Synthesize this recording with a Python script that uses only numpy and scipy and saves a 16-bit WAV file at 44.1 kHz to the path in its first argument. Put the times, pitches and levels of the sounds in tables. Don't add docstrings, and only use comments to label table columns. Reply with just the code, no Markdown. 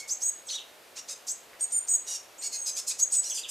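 import sys
import numpy as np
from scipy import signal
from scipy.fft import rfft, irfft
from scipy.io import wavfile

SR = 44100
rng = np.random.default_rng(int(sys.argv[2]) if len(sys.argv) > 2 else 0)


def store_wav(level_fs):
    pcm = np.round(np.clip(np.atleast_2d(level_fs), -1, 1) * 32767)
    wavfile.write(sys.argv[1], SR, pcm.T.astype(np.int16))


def invert_db(x):
    u = np.asarray(x, float) / 20
    return 10 ** u


N = 154350
LEAD = 4096
TOP_HZ = 15800

TONES = [(1, 0), (0, 1), (1, 1), (2, 0), (-1, 2), (2, -1), (-2, 3), (0, 2), (3, 0), (2, 1), (1, 2), (3, 1),
         (2, 2), (4, 0)]


def at_hz(points, hz):
    table_hz, table_value = np.array(points).T
    return np.interp(np.log(hz), np.log(table_hz), table_value)


def wander(size, rate_hz):
    r = np.exp(-2 * np.pi * rate_hz / SR)
    slow = signal.lfilter([1], [1, -2 * r, r * r], rng.standard_normal(12000))[2000:]
    return (slow / slow.std())[:size]


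def add(out, start_s, sound):
    i = LEAD + int(start_s * SR)
    out[i:i + len(sound)] += sound[:len(out) - i]


def air():
    # pitch_hz, level_db
    air_color = [(30, -30), (60, -16), (170, -17), (550, -1.5), (1100, -7.5), (2500, -9.5), (7000, -16.5),
                 (15000, -20)]
    # pitch_hz, likeness (0 to 1)
    ear_likeness = [(60, 0.91), (160, 0.97), (500, 0.7), (1500, 0.64), (15000, 1)]
    hz = np.fft.rfftfreq(N, 1 / SR) + 1
    mid, side = rfft(rng.standard_normal((2, N))) * invert_db(at_hz(air_color, hz))
    alike = np.clip(at_hz(ear_likeness, hz), 0, 1)
    spectrum = np.sqrt(1 + alike) * mid + np.sqrt(1 - alike) * side * [[1], [-1]]
    x = irfft(spectrum, N)
    return invert_db(-53.5) * x / x.mean(axis=0).std()


def garden(birds):
    gap_s, side_share, dull_hz = 0.0033, 0.24, 11000
    t = np.arange(SR) / SR
    mid, side = rng.standard_normal((2, SR))
    fade = 0
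    for level_db, t60_s in ((-7, 0.19), (-14.5, 0.48)):
        even_energy = np.sqrt(2 * np.log(1000) / t60_s / SR)
        fade = fade + invert_db(level_db - 60 * t / t60_s) * even_energy
    haze = (mid + side_share * side * [[1], [-1]]) * fade * (t > gap_s)
    dull = signal.sosfilt(signal.butter(2, dull_hz, fs=SR, output="sos"), birds)
    return signal.fftconvolve(dull[None], haze, axes=1)[:, :len(birds)]


def far_bird():
    # start_s, length_s, start_hz, top_hz, end_hz
    warble = [
        (0.485, .048, 3080, 4444, 2950),
        (0.528, .065, 3010, 3820, 2550),
        (3.305, 0.017, 3460, 3260, 2440),
        (3.363, 0.025, 4140, 4940, 3890),
        (3.371, 0.018, 3570, 3060, 2420),
        (3.43, .028, 3850, 3300, 2380),
        (-.02, 0.077, 2183, 2217, 2100),
    ]
    warble_db = [-38.5, -37, -40.5, -37, -39, -36.5, -49.5]
    out = np.zeros(N + LEAD)
    for (start_s, length_s, start_hz, top_hz, end_hz), level_db in zip(warble, warble_db):
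        u = np.arange(int(length_s * SR)) / (length_s * SR)
        hz = start_hz * (1 - u) * (1 - 2 * u) + top_hz * 4 * u * (1 - u) + end_hz * u * (2 * u - 1)
        unsteady_hz = hz * (1 + 0.0135 * wander(len(u), 170.0))
        phase = np.cumsum(2 * np.pi * unsteady_hz / SR)
        waver = invert_db(2 * wander(len(u), 80.0))
        whistle = np.sin(phase) + invert_db(-26) * np.sin(2 * phase)
        add(out, start_s, invert_db(level_db) * waver * np.sin(np.pi * u) ** .5 * whistle)
    t = np.arange(400) / SR
    tick = np.sin(2 * np.pi * 1950 * t) * np.exp(-t / 0.0005)
    add(out, 1.533, invert_db(-34.5) * tick)
    return out


def beak_db(hz, tilt_db):
    # pitch_hz, level_db
    beak = [(2000, -23), (3500, -13), (5000, -2.5), (6600, 5), (8300, 1), (10000, -7), (13000, -14.5),
            (15500, -18)]
    tilt = tilt_db * np.log2(np.clip(hz, 2000, 8000) / 6600)
    return at_hz(beak, hz) + tilt - 40 * (hz < 1000)


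def breath(size, tilt_db):
    hz = np.fft.rfftfreq(10000, 1 / SR) + 1
    x = irfft(rfft(rng.standard_normal(10000)) * invert_db(beak_db(hz, tilt_db)))
    return (x / x.std())[:size]


def throat(low_hz, high_hz, jitter):
    low_hz = low_hz * (1 + jitter * wander(len(low_hz), 150.0))
    high_hz = high_hz * (1 + jitter * wander(len(high_hz), 150.0))
    hz = np.abs(np.array(TONES) @ [low_hz, high_hz]) + 1
    waves = np.sin(np.cumsum(2 * np.pi * hz / SR, axis=1))
    return hz, np.sqrt(2) * (hz < TOP_HZ) * waves


def shape(t, length_s, attack_s, release_s):
    return np.clip(t / attack_s, 0, 1) ** 2 * np.clip((length_s - t) / release_s, 0, 1)


def hoarse_calls():
    # start_s, length_s, lower_hz, upper_hz, level_db
    hoarse = [(-.05, 0.073, 2210, 3310, -42.5), (0.478, 0.092, 2970, 3950, -37.5),
              (0.946, 0.061, 2900, 3914, -43), (1.068, .073, 2616, 3840, -41.5),
              (2.055, .12, 2887, 3830, -36), (2.403, 0.08, 2277, 2864, -39.5),
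              (2.506, 0.067, 2130, 2558, -36.5), (2.647, 0.063, 2532, 4013, -35),
              (2.747, 0.064, 2800, 3755, -38), (2.858, 0.055, 2580, 4200, -32.5),
              (2.89, 0.038, 2830, 4320, -31), (2.976, 0.038, 2395, 4100, -36),
              (3.118, 0.051, 2745, 3700, -39), (3.216, 0.078, 2950, 4210, -37.5),
              (3.327, 0.083, 2480, 3620, -37), (3.473, .06, 2600, 3800, -38)]
    # start_pitch_share, rise_s, breath_db, tilt_db (per octave)
    hoarseness = [(1.2, 0.039, 0, -1.5), (1.1, 0.056, -6, -6), (0.52, .045, 0, -8), (0.4, 0.032, 1.5, -4),
                  (1.1, 0.017, -2, -2.6), (0.79, 0.043, -0.5, -2), (1, .03, -3, -1), (0.6, 0.021, 1.5, -1),
                  (0.79, 0.063, 4.5, -3), (0.41, 0.017, 1.5, 3), (.6, .04, -5, -4.5), (1.5, 0.031, 7.5, .1),
                  (.72, 0.045, 2.5, -2), (0.57, .045, -4, -0.5), (0.6, 0.023, -0.5, 8), (0.96, 0.12, 3, 5)]
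    step_db, upper_loss_db, octave_lead_db = -4.5, -2, 5
    is_octave = (np.array(TONES) == (2, 0)).all(axis=1)
    order_db = np.abs(TONES) @ [step_db, step_db + upper_loss_db] + octave_lead_db * is_octave
    out = np.zeros(N + LEAD)
    for (start_s, length_s, low, high, level_db), manner in zip(hoarse, hoarseness):
        first_share, rise_s, breath_db, tilt_db = manner
        t = np.arange(int(length_s * SR)) / SR
        climb = np.sin(np.pi / 2 * np.clip(t / rise_s, 0, 1) ** 1.5)
        sag = 0.06 * (t / length_s) ** 5.0
        glide = 1 - (1 - first_share) * (1 - climb) - sag
        hz, waves = throat(low * glide, high * glide, 0.006)
        waver_db = 2.5 * np.array([wander(len(t), 74.0) for pair in TONES])
        tone = np.sum(waves * invert_db(beak_db(hz, tilt_db) + order_db[:, None] + waver_db), axis=0)
        voice = tone / tone.std() + invert_db(breath_db) * breath(len(t), tilt_db)
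        add(out, start_s, invert_db(level_db) * shape(t, length_s, 0.024, 0.012) * voice)
    return out


def clear_calls():
    # start_s, length_s, lower_hz, upper_hz, level_db
    clear = [(0.086, .054, 6750, 7960, -33), (0.213, .09, 6650, 8090, -28),
             (0.463, 0.044, 6710, 8440, -43.5), (1.277, .05, 6900, 8330, -35.5),
             (1.604, .046, 6845, 8450, -30), (1.715, .08, 7160, 8810, -27.5),
             (1.879, .085, 6880, 8223, -24.5), (2.377, .108, 7100, 8330, -36),
             (2.554, .205, 6590, 8160, -45.5), (2.998, .043, 6654, 7940, -21),
             (3.117, .09, 6890, 8097, -29.5), (3.293, .055, 6770, 8200, -46)]
    # rise_s, droop_share, upper_lead_db, swell_db
    clear_manner = [(0.016, 0.0016, -4.5, -4), (0.0057, 0.0012, -4.5, 4.5), (0.00219, 0.71, -2, 2),
                    (.014, 0.0013, 1, -9), (0.001, .01, 5, 4.5), (.003, 0.0295, 4, 7.5),
                    (.003, 0.0419, -0.1, 8), (0.0044, .06, 1, 13.5), (0.0016, 0.069, -5, -5),
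                    (0.0044, 0.0057, -11.5, 19), (0.00173, 0.0182, 6, -1), (0.0059, 0.27, -2, -18)]
    mixed_tone_db = [-24, -26, -21.5, -37, -34]
    rasp_s, rasp_lead_s, rasp_db = 0.015, 0.011, -11
    is_plain_sum = np.arange(5) == 0
    out = np.zeros(N + LEAD)
    for (start_s, length_s, low, high, level_db), manner in zip(clear, clear_manner):
        rise_s, droop, lead_db, swell_db = manner
        t = np.arange(int(length_s * SR)) / SR
        below = np.exp(-t / max(rise_s, 1e-3))
        late = (t / length_s) ** (2.3 if droop > .15 else 1.9)
        rise = 1 - 0.5 * below
        low_hz = low * rise * (1 - droop * late)
        high_hz = high * rise * (1 - 0.68 * droop * late)
        hz, waves = throat(low_hz, high_hz, 0.008)
        upper = waves[1] * invert_db(2 * wander(len(t), 60.0))
        lower = waves[0] * invert_db(2 * wander(len(t), 60.0))
        mixed_db = np.array(mixed_tone_db) + is_plain_sum * (5 - abs(lead_db) / 2)
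        tone = invert_db(lead_db / 2) * upper + invert_db(-lead_db / 2) * lower + invert_db(mixed_db) @ waves[2:7]
        voice = tone * invert_db(-18 * below) + invert_db(-30) * breath(len(t), 0)
        swell = invert_db(level_db + swell_db * (t / length_s - 1))
        add(out, start_s, swell * shape(t, length_s, 0.0067, 0.0041) * voice)
        u = np.arange(3000) / SR / rasp_s
        rasp = u * np.exp(1 - u) * breath(len(u), 0)
        add(out, start_s - rasp_lead_s, invert_db(level_db - swell_db + rasp_db) * rasp)
    return out


def scene():
    far = far_bird()
    near = hoarse_calls() + clear_calls()
    direct = (near + far) * invert_db(-0.45 * np.array([[1], [-1]]))
    birds = direct + garden(near + invert_db(7) * far)
    return birds[:, LEAD:] + air()


def band_limit(x):
    return signal.sosfilt(signal.butter(12, 15910, fs=SR, output="sos"), x)


def record(dry):
    top_cut = signal.cheby2(10, 60, TOP_HZ + 400, fs=SR, output="sos")
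    return band_limit(signal.sosfilt(top_cut, dry))


dry = scene()
out = record(dry)
store_wav(out)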